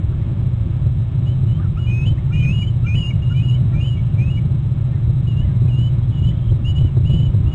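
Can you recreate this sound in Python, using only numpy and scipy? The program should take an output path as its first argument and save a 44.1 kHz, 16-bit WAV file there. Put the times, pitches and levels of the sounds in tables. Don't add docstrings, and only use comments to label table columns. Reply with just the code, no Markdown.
import sys
import numpy as np
from scipy import signal
from scipy.fft import rfft, irfft, next_fast_len
from scipy.io import wavfile
from scipy.ndimage import uniform_filter1d, map_coordinates

SR = 44100
rng = np.random.default_rng(int(sys.argv[2]) if len(sys.argv) > 2 else 0)


def inscribe(sig):
    pcm = np.round(np.clip(np.atleast_2d(sig).T, -1, 1) * 32767)
    wavfile.write(sys.argv[1], SR, pcm.astype(np.int16))


def ratio(d):
    e = np.asarray(d, float) / 20
    return 10 ** e


N = 332514

# time in seconds, level in dB.
WIND = [(0, -20), (.43, -17), (0.599, -18.5), (1.0, -19.5), (1.2, -17), (1.45, -15), (1.8, -18.5),
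        (2.4, -16), (3.04, -18), (3.25, -15.5), (3.618, -16), (3.9, -17), (4.43, -16.5), (4.9, -17.5),
        (5.6, -14.5), (6.6, -18), (7.3, -16.5), (7.54, -17)]
# frequency in Hz, density in dB per Hz.
HOUSING_SPECTRUM = [(56, -27.5), (95, -4), (119, 4.5), (133, 1), (210, -21), (300, -37.5), (390, -58),
                    (660, -120)]
# time in seconds, change
# in dB.
EDDIES = [(.08, 0.5), (.43, 2), (.52, 1.5), (.86, 1), (.94, 0.5), (1.01, 4.5), (1.07, -6), (1.17, 2.5),
          (1.28, 0.5), (1.49, 2), (2.05, 2), (2.16, -3.5), (2.35, -0.5), (2.84, 3.5), (2.96, 0.5),
          (3.04, -3.5), (3.18, 4.5), (3.22, -8), (3.28, 2.5), (3.63, 3.5), (4.22, 1), (4.3, -1.5),
          (4.45, 3.5), (5.37, 1), (5.44, -3), (5.63, 1.5), (6.83, 1), (6.91, -3), (6.99, 3), (7.37, 5),
          (7.54, -4)]
# frequency in Hz, density in dB per Hz.
PORT_SPECTRUM = [(12, -50), (20, -11.5), (95, 3.5), (120, -29), (210, -120)]
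# time in seconds, level over the buffet in dB.
PUFFS = [(.08, 6.5), (.52, 1), (.86, 6.5), (1.72, 2.5), (1.89, 3), (2.12, 7.5), (2.39, 8.5), (2.79, 0.5),
         (3.21, 1), (3.76, 6.5), (4.3, 4), (5.08, 10), (5.44, 9), (5.65, 6.5), (5.96, 4), (6.26, 11.5),
         (6.51, 10.5), (6.7, 8.5), (6.83, 15), (7.03, 10), (7.15, 11.5), (7.29, 7.5), (7.46, 10.5)]
# time of negative crest in seconds, peak in dB, pitch in Hz.
SURGES = [(.8683, -5.2, 120), (2.4044, -6, 120), (3.1596, -6, 120), (3.4, -6.2, 120), (3.6134, -5.4, 120),
          (4.1432, -6, 120), (4.2001, -6, 120), (5.0996, -6.2, 120), (5.6575, -5.5, 120),
          (6.2701, -5.8, 120), (6.5206, -3.6, 105), (6.817, -5, 115), (6.9727, -3.6, 122),
          (7.1004, -4.8, 120), (7.2058, -5.6, 125), (7.345, -4.8, 120)]
# time in seconds, dB over the clipping level.
CRESTS = [(1.9, .4), (2.0656, .9), (2.0737, 1), (2.1107, .4), (2.3534, .4), (2.3605, .4), (2.4002, 1),
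          (2.4504, 1.2), (2.4576, .4), (2.4945, .4), (2.51, .6), (2.5876, .3), (2.947, 1.2), (2.9547, .7),
          (3.0047, .3), (3.3622, .3), (3.4206, .4), (3.4735, .3), (3.5139, .6), (3.7644, 1), (4.196, 1),
          (4.204, .7), (4.2196, .7), (4.2812, .5), (5.8138, .6), (6.2909, .8), (6.7851, .8), (6.798, .5),
          (7.0592, .8), (7.1118, 1.5), (7.1193, .5), (7.1336, .8), (7.1499, 1.5), (7.1628, 1),
          (7.2018, 1.5), (7.21, 1.2), (7.231, .4), (7.2692, 1)]
# frequency in Hz, density in dB per Hz.
TREES_SPECTRUM = [(140, -27), (230, 0), (276, -5), (345, -1), (468, -18), (563, -10), (719, -20.5),
                  (783, -18.5), (1280, -24), (1960, -32), (2170, -29), (3670, -36.5), (4300, -38),
                  (5590, -70.5), (9460, -120)]
# frequency in Hz, level in dB.
MAINS_OVERTONES = [(420, -65), (540, -73), (660, -60), (780, -62.5), (900, -64.5), (1020, -64), (1140, -65),
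                   (1260, -63.5), (1380, -67.5), (1500, -76), (1620, -72), (1740, -67), (1860, -69.5),
                   (2100, -70), (2220, -67.5), (2340, -72.5), (2460, -75.5), (2580, -68.5), (2700, -72),
                   (2820, -67.5), (3060, -69), (3180, -70.5), (3300, -67.5), (3420, -78.5), (3540, -69),
                   (3660, -71.5), (3780, -71.5), (3900, -74)]

# hold start in seconds, hold length in seconds, from Hz, to Hz, level in dB.
FAR_BIRDS = [(0.107, .03, 1331, 1280, -51), (1.6, .06, 1610, 1348, -55), (3.971, .16, 3220, 2910, -60.5),
             (4.032, .13, 2750, 2650, -60), (6.12, 0.18, 3292, 3230, -60), (6.249, .08, 3274, 3130, -56.5),
             (6.333, .15, 3170, 3163, -62), (6.492, 0.016, 3117, 3095, -52.5)]
# hold start in seconds, hold
# length in seconds, from Hz, to Hz, level in dB.
CRY_UPPER = [(.232, .018, 2200, 2120, -59), (1.612, 0.016, 1430, 1617, -52.5),
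             (1.628, .04, 1560, 1293, -49.5), (4.935, .04, 2130, 1987, -59),
             (5.415, 0.029, 2110, 2098, -57), (5.445, .05, 2070, 1903, -56), (5.53, .035, 2240, 2088, -60),
             (6.032, .022, 3290, 3355, -55), (6.115, .025, 3264, 3320, -57.5),
             (6.305, .02, 1800, 2104, -56.5), (6.36, .035, 3160, 3250, -57.5),
             (6.41, .06, 3145, 3250, -59.5)]
# hold start in seconds, hold length in seconds, from Hz, to Hz, level in dB.
CRY_LOWER = [(.215, .022, 2050, 1760, -57.5), (1.577, .035, 1150, 1230, -48.5),
             (4.915, .04, 1850, 1800, -55.5), (4.96, 0.027, 1720, 1606, -59),
             (5.49, 0.032, 1630, 1597, -57), (6.3, .05, 1400, 1275, -56.5)]
# hold start in seconds, hold length in seconds, from Hz, to Hz, level in dB.
HIGH_EAGLE = [(1.268, .012, 2890, 2928, -43), (1.29, .04, 2990, 3060, -50),
              (1.487, .035, 2953, 2950, -51.5), (1.53, .05, 3021, 3150, -53.5),
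              (1.793, .065, 2906, 2859, -44), (1.862, .045, 2940, 2976, -46),
              (2.335, .055, 2810, 2908, -40), (2.395, .035, 2960, 3055, -40),
              (3.133, .005, 2860, 2904, -45), (3.227, .01, 2815, 2857, -40.5),
              (3.245, .035, 2860, 2840, -46.5), (3.3, .026, 2847, 2891, -38.5),
              (3.365, .032, 2960, 2975, -40.5), (3.49, .03, 2800, 2850, -42.5),
              (3.548, .014, 2960, 3070, -45.5), (3.81, .025, 2760, 2870, -37),
              (3.845, .045, 2985, 3070, -39.5), (3.957, .01, 2822, 2830, -47.5),
              (5.278, .025, 2890, 2900, -43), (5.31, .02, 2844, 2770, -45.5), (5.37, .046, 2790, 2924, -42),
              (5.432, 0.0042, 3000, 3000, -50.5), (5.696, 0.016, 2953, 2893, -48),
              (5.715, .025, 2862, 2820, -44.5), (5.749, .025, 2800, 2850, -43.5),
              (5.783, .1, 2902, 3014, -41), (6.129, .008, 2990, 2955, -49), (6.164, 0.038, 2945, 2858, -46),
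              (6.232, .02, 2895, 2940, -38.5), (6.274, 0.026, 3022, 2990, -40.5),
              (6.652, .022, 2754, 2886, -38), (6.674, 0.037, 2932, 2922, -34.5),
              (6.744, .005, 2912, 2902, -48), (6.766, .022, 2892, 2945, -37.5),
              (6.797, 0.018, 2975, 3000, -46), (6.832, 0.018, 2977, 2987, -47),
              (6.856, 0.009, 2975, 2990, -45.5), (6.875, .006, 2920, 2840, -44),
              (7.055, 0.0088, 2750, 2844, -43.5), (7.072, 0.013, 2920, 2970, -40.5),
              (7.101, .122, 2922, 2984, -39), (7.23, .022, 3027, 2986, -43),
              (7.256, .016, 2983, 2955, -39.5), (7.466, .03, 2742, 2933, -49),
              (7.518, 0.018, 2890, 2870, -41.5)]
# hold start in seconds, hold length in seconds, from Hz, to Hz, level in dB.
CHIPS = [(1.768, .018, 2400, 2842, -51.5), (2.18, .01, 1854, 2150, -47.5), (2.324, .03, 1842, 1935, -51),
         (2.625, 0.01, 2438, 2283, -40.5), (2.847, .025, 2680, 2880, -48.5),
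         (2.97, .015, 1870, 2074, -54.5), (3.108, 0.0045, 2348, 2240, -36), (3.549, .02, 2300, 2200, -54.5),
         (3.729, .01, 1860, 1880, -52.5), (3.973, .006, 2312, 2200, -45.5), (3.989, .01, 2244, 2260, -46.5),
         (4.376, .012, 2340, 2290, -42), (5.421, .01, 1720, 1793, -52.5), (5.679, 0.012, 2500, 2466, -53)]
# hold start in seconds, hold length in seconds, from Hz, to Hz, level in dB.
CLUCKS = [
    (1.772, .014, 1290, 1395, -41.5),
    (2.308, .016, 1384, 1407, -45.5),
    (2.845, 0.033, 1340, 1398, -46),
    (3.308, 0.017, 1365, 1433, -43),
    (3.727, .022, 1370, 1377, -50),
]
# hold start in seconds, hold length in seconds, from Hz, to Hz, level in dB.
LOW_EAGLE = [(1.872, .02, 2442, 2453, -40.5), (1.9, .15, 2470, 2584, -36.5),
             (2.062, .03, 2980, 3040, -35.5), (2.095, .022, 3052, 3094, -42.5),
             (2.328, .018, 2390, 2432, -38.5), (2.355, .065, 2466, 2438, -36.5),
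             (2.43, .038, 2450, 2454, -30), (2.471, .052, 2460, 2620, -32), (2.529, .08, 2850, 2890, -35.5),
             (2.612, .035, 2895, 2954, -36), (2.676, .01, 3035, 3072, -37.5),
             (2.87, .083, 2350, 2529, -34.5), (2.957, .05, 2960, 2900, -33), (3.01, .028, 2924, 2805, -30),
             (3.041, .056, 2806, 2884, -31.5), (3.347, .008, 2340, 2350, -45.5),
             (3.372, .05, 2406, 2540, -41.5), (3.427, .085, 2880, 2912, -39.5),
             (3.538, .012, 2920, 2970, -38.5), (3.745, .07, 2320, 2470, -43.5),
             (3.828, 0.027, 2500, 2530, -49.5), (3.862, .082, 2933, 2890, -43),
             (4.187, .052, 2340, 2521, -39), (4.262, .034, 2570, 2616, -40.5),
             (4.303, .08, 2863, 2917, -42.5)]

# frequency in Hz, density in dB per Hz.
FUZZ_SPECTRUM = [(2530, -39), (4300, -0.5), (4410, 0), (4480, -24), (4560, -13), (4860, -1.5),
                 (7100, -11.5), (7900, -2), (8220, -2), (8510, -16), (9090, -23), (11800, -47.5),
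                 (20000, -120)]

EDDY_S = .035
BUFFET_DB, PUFF_S = -24, .04
CREST_HZ, CREST_S, SURGE_S = 120, .0045, .009
RUSH_DB, RUSH_FOLLOWS = -40.5, 0.29
MAINS_HZ = 59.99
ATTACK_S, RELEASE_S = .014, .02
CLUCK_ATTACK_S, CLUCK_RELEASE_S = 0.01, .022
FAR_ATTACK_S, FAR_RELEASE_S = 0.021, 0.034
SCOOP_HZ = 39.73
LINK_S, LINK_DB = .065, -11
CLIP_UP, CLIP_DOWN, CLIP_HARD = .39, .535, 30
COUPLING_HZ, COUPLING_Q = 300, .7
SLIP_HZ, TOP_HZ = 3900, 9240
OUTPUT_CLIP = -.555


def unit(x):
    return x / np.sqrt(np.mean(x ** 2) + 1e-20)


def filtered(x, response):
    m = next_fast_len(N + 8192)
    spectrum = rfft(np.pad(x, 4096, mode="reflect"), m)
    return irfft(spectrum * response(np.fft.rfftfreq(m, 1 / SR)), m)[4096:][:N]


def noise(spectrum):
    hz, db = np.transpose(spectrum)

    def response(f):
        return ratio(np.interp(np.log(f + 1), np.log(hz + 1), db))

    return unit(filtered(rng.standard_normal(N), response))


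def wobble(rate):
    knots = rng.standard_normal(int(N * rate / SR) + 4)
    return map_coordinates(knots, [np.arange(N) * rate / SR])


def steadied(x, span):
    power = np.abs(uniform_filter1d(x ** 2, size=span))
    return unit(x / (power + 0.033) ** 0.28)


def bumps(rows, width_s):
    t = np.arange(0, N, 64) / SR
    db_curve = sum(db * np.exp(-((t - s) / width_s) ** 2) for s, db in rows)
    return ratio(np.repeat(db_curve, 64)[:N])


def wind_db():
    return np.interp(np.arange(N) / SR, *np.transpose(WIND))


def boom():
    t = np.arange(N) / SR
    roar = ratio(wind_db() - 0.35) * bumps(EDDIES, EDDY_S) * steadied(noise(HOUSING_SPECTRUM), span=2200)
    roar = roar + ratio(BUFFET_DB) * bumps(PUFFS, PUFF_S) * steadied(noise(PORT_SPECTRUM), span=3500)
    limit = np.where(roar > 0, .41, .48)
    roar = roar / (1 + np.abs(roar / limit) ** 6) ** (1 / 6)
    swings = [(s, -ratio(db), hz, SURGE_S) for s, db, hz in SURGES]
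    swings += [(s, CLIP_UP * ratio(db), CREST_HZ, CREST_S) for s, db in CRESTS]
    for s, peak, hz, width_s in swings:
        i = slice(round((s - .04) * SR), round((s + .04) * SR))
        hump = np.exp(-((t[i] - s) / width_s) ** 2)
        swing = peak * np.cos(2 * np.pi * hz * (t[i] - s))
        roar[i] = roar[i] * (1 - hump) + hump * swing
    return roar


def trees():
    gust_db = uniform_filter1d(wind_db(), size=SR // 2)
    level_db = RUSH_DB + RUSH_FOLLOWS * (gust_db - gust_db.mean()) + 0.98
    level_db = level_db + 1.1 * wobble(5) + 0.69 * wobble(22)
    return ratio(level_db) * noise(TREES_SPECTRUM)


def buzz():
    turn = 2 * np.pi * MAINS_HZ * np.arange(N) / SR
    hum = np.zeros(N)
    for hz, db in MAINS_OVERTONES:
        hum += np.sqrt(2) * ratio(db) * np.sin(round(hz / 60) * turn + (hz / 1500) ** 2)
    return hum


def whistles(notes, attack_s, release_s, flutter_db, waver_hz, rasp, rasp_hz):
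    t = np.arange(N) / SR
    flutter = ratio(flutter_db * wobble(70))
    waver = waver_hz * wobble(120)
    flutter = flutter * (np.sqrt(1 - rasp ** 2) + rasp * unit(wobble(rasp_hz)))
    dip = np.clip(3 * (unit(wobble(160)) - 1.5), 0, 1)
    flutter = flutter * (1 - .3 * dip)
    effort, swell = np.zeros(N), np.zeros(N)
    for s, hold, _, _, db in notes:
        i = slice(max(round((s - attack_s) * SR), 0), round((s + hold + release_s) * SR))
        rise = 1 + (t[i] - s) / attack_s
        fall = 1 + (s + hold - t[i]) / release_s
        ramp = np.clip(np.minimum(rise, fall), 0, 1)
        effort[i] = np.maximum(effort[i], ramp)
        swell[i] = np.maximum(swell[i], ratio(db) * ramp ** 2)
    for (s, hold, _, _, db), (after, _, _, _, after_db) in zip(notes, notes[1:]):
        if after - s - hold < LINK_S:
            i = slice(round((s + hold) * SR), round(after * SR))
            effort[i] = 1
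            swell[i] = np.maximum(swell[i], ratio(min(db, after_db) + LINK_DB))
    s, hold, from_hz, to_hz, _ = np.transpose(notes)
    glide = np.interp(t, np.ravel([s, s + hold], "F"), np.ravel([from_hz, to_hz], "F"))
    pitch = uniform_filter1d(glide, size=200) - SCOOP_HZ * (1 - effort) + waver
    tone = np.sin(2 * np.pi * np.cumsum(pitch) / SR)
    return np.sqrt(2) * uniform_filter1d(swell, size=400) * flutter * tone


def far_birds():
    calls = np.zeros(N)
    for voice in (FAR_BIRDS[::2], FAR_BIRDS[1::2]):
        calls += whistles(voice, FAR_ATTACK_S, FAR_RELEASE_S,
                          flutter_db=1.5, waver_hz=70, rasp=.95, rasp_hz=700)
    for voice in (CRY_UPPER, CRY_LOWER):
        calls += whistles(voice, CLUCK_ATTACK_S, CLUCK_RELEASE_S,
                          flutter_db=2, waver_hz=15, rasp=.25, rasp_hz=150)
    return calls


def eagles():
    calls = whistles(HIGH_EAGLE, ATTACK_S, RELEASE_S,
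                     flutter_db=1.2, waver_hz=14, rasp=.11, rasp_hz=700)
    calls += whistles(LOW_EAGLE, ATTACK_S, RELEASE_S, flutter_db=1.3, waver_hz=13, rasp=.13, rasp_hz=800)
    for voice in (CLUCKS, CHIPS):
        calls += whistles(voice, CLUCK_ATTACK_S, CLUCK_RELEASE_S,
                          flutter_db=1.5, waver_hz=25, rasp=.3, rasp_hz=400)
    return calls


def scattered(calls):
    t = np.arange(SR // 2) / SR
    tail = rng.standard_normal(len(t)) * ratio(-60 * t / .45) * (t > .008)
    return calls + ratio(-17.0) * signal.fftconvolve(calls, tail / np.linalg.norm(tail))[:N]


def scene():
    birds = scattered(far_birds() + eagles())
    return (boom() + trees() + buzz() + birds)[None]


def overloaded(x):
    limit = np.where(x > 0, CLIP_UP, CLIP_DOWN)
    return x / (1 + np.abs(x / limit) ** CLIP_HARD) ** (1 / CLIP_HARD)


def coupled(x):
    def pole(hz):
        return COUPLING_HZ ** 2 - hz ** 2 + 1j * hz * COUPLING_HZ / COUPLING_Q

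    return filtered(x - x.mean(), lambda hz: np.conj(pole(hz)) / pole(hz))


def rate_converted(x):
    slip = (SLIP_HZ * np.arange(N) / SR) % 1 - .5
    treble = filtered(x, lambda hz: hz > 2000)
    busy = np.sqrt(np.abs(uniform_filter1d(treble ** 2, size=250)))
    fuzz = (ratio(-76) + ratio(-39.5) * busy) * noise(FUZZ_SPECTRUM)
    return x + ratio(-0.48) * slip * np.gradient(x) + fuzz


def streamed(x, step_db, upward_db, quiet_db):
    z = signal.stft(x, nperseg=2048, window="cosine")[2]
    band = np.sqrt(np.mean(np.abs(z[:1024].reshape(128, 8, -1)) ** 2, axis=1))
    band = np.abs(uniform_filter1d(band, size=2, axis=1))
    high = (np.arange(128) >= 24)[:, None]
    below = np.max([np.pad(band, ((k, 0), (0, 0)))[:128] for k in (2, 3, 4)], axis=0)
    kept = band > np.maximum(ratio(np.choose(high, upward_db)) * below, ratio(quiet_db))

    def widen(v):
        return np.pad(np.repeat(v, 8, axis=0), ((0, 1), (0, 0)), mode="edge")

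    step = widen(ratio(np.choose(high, step_db)) * band + 1e-9)
    rounded = widen(kept) * step * np.round(z / step)
    return signal.istft(rounded, nperseg=2048, window="cosine")[1][:N]


def band_limit(x):
    return signal.sosfilt(signal.butter(12, 15480, fs=SR, output="sos"), x)


def record(dry):
    x = coupled(overloaded(dry[0]))
    x = filtered(x, lambda hz: 1 / (1 + (hz / 3950) ** 40))
    x = rate_converted(x)
    bass = filtered(x, lambda hz: hz < 700)
    x = bass + streamed(x - bass, step_db=(-9, 3), upward_db=(-28.5, -18), quiet_db=-102.5)
    x = np.maximum(filtered(x, lambda hz: hz < TOP_HZ), OUTPUT_CLIP)
    x = x + ratio(-97.5) * rng.standard_normal(N)
    return band_limit(x[None])


dry = scene()
out = record(dry)
inscribe(out)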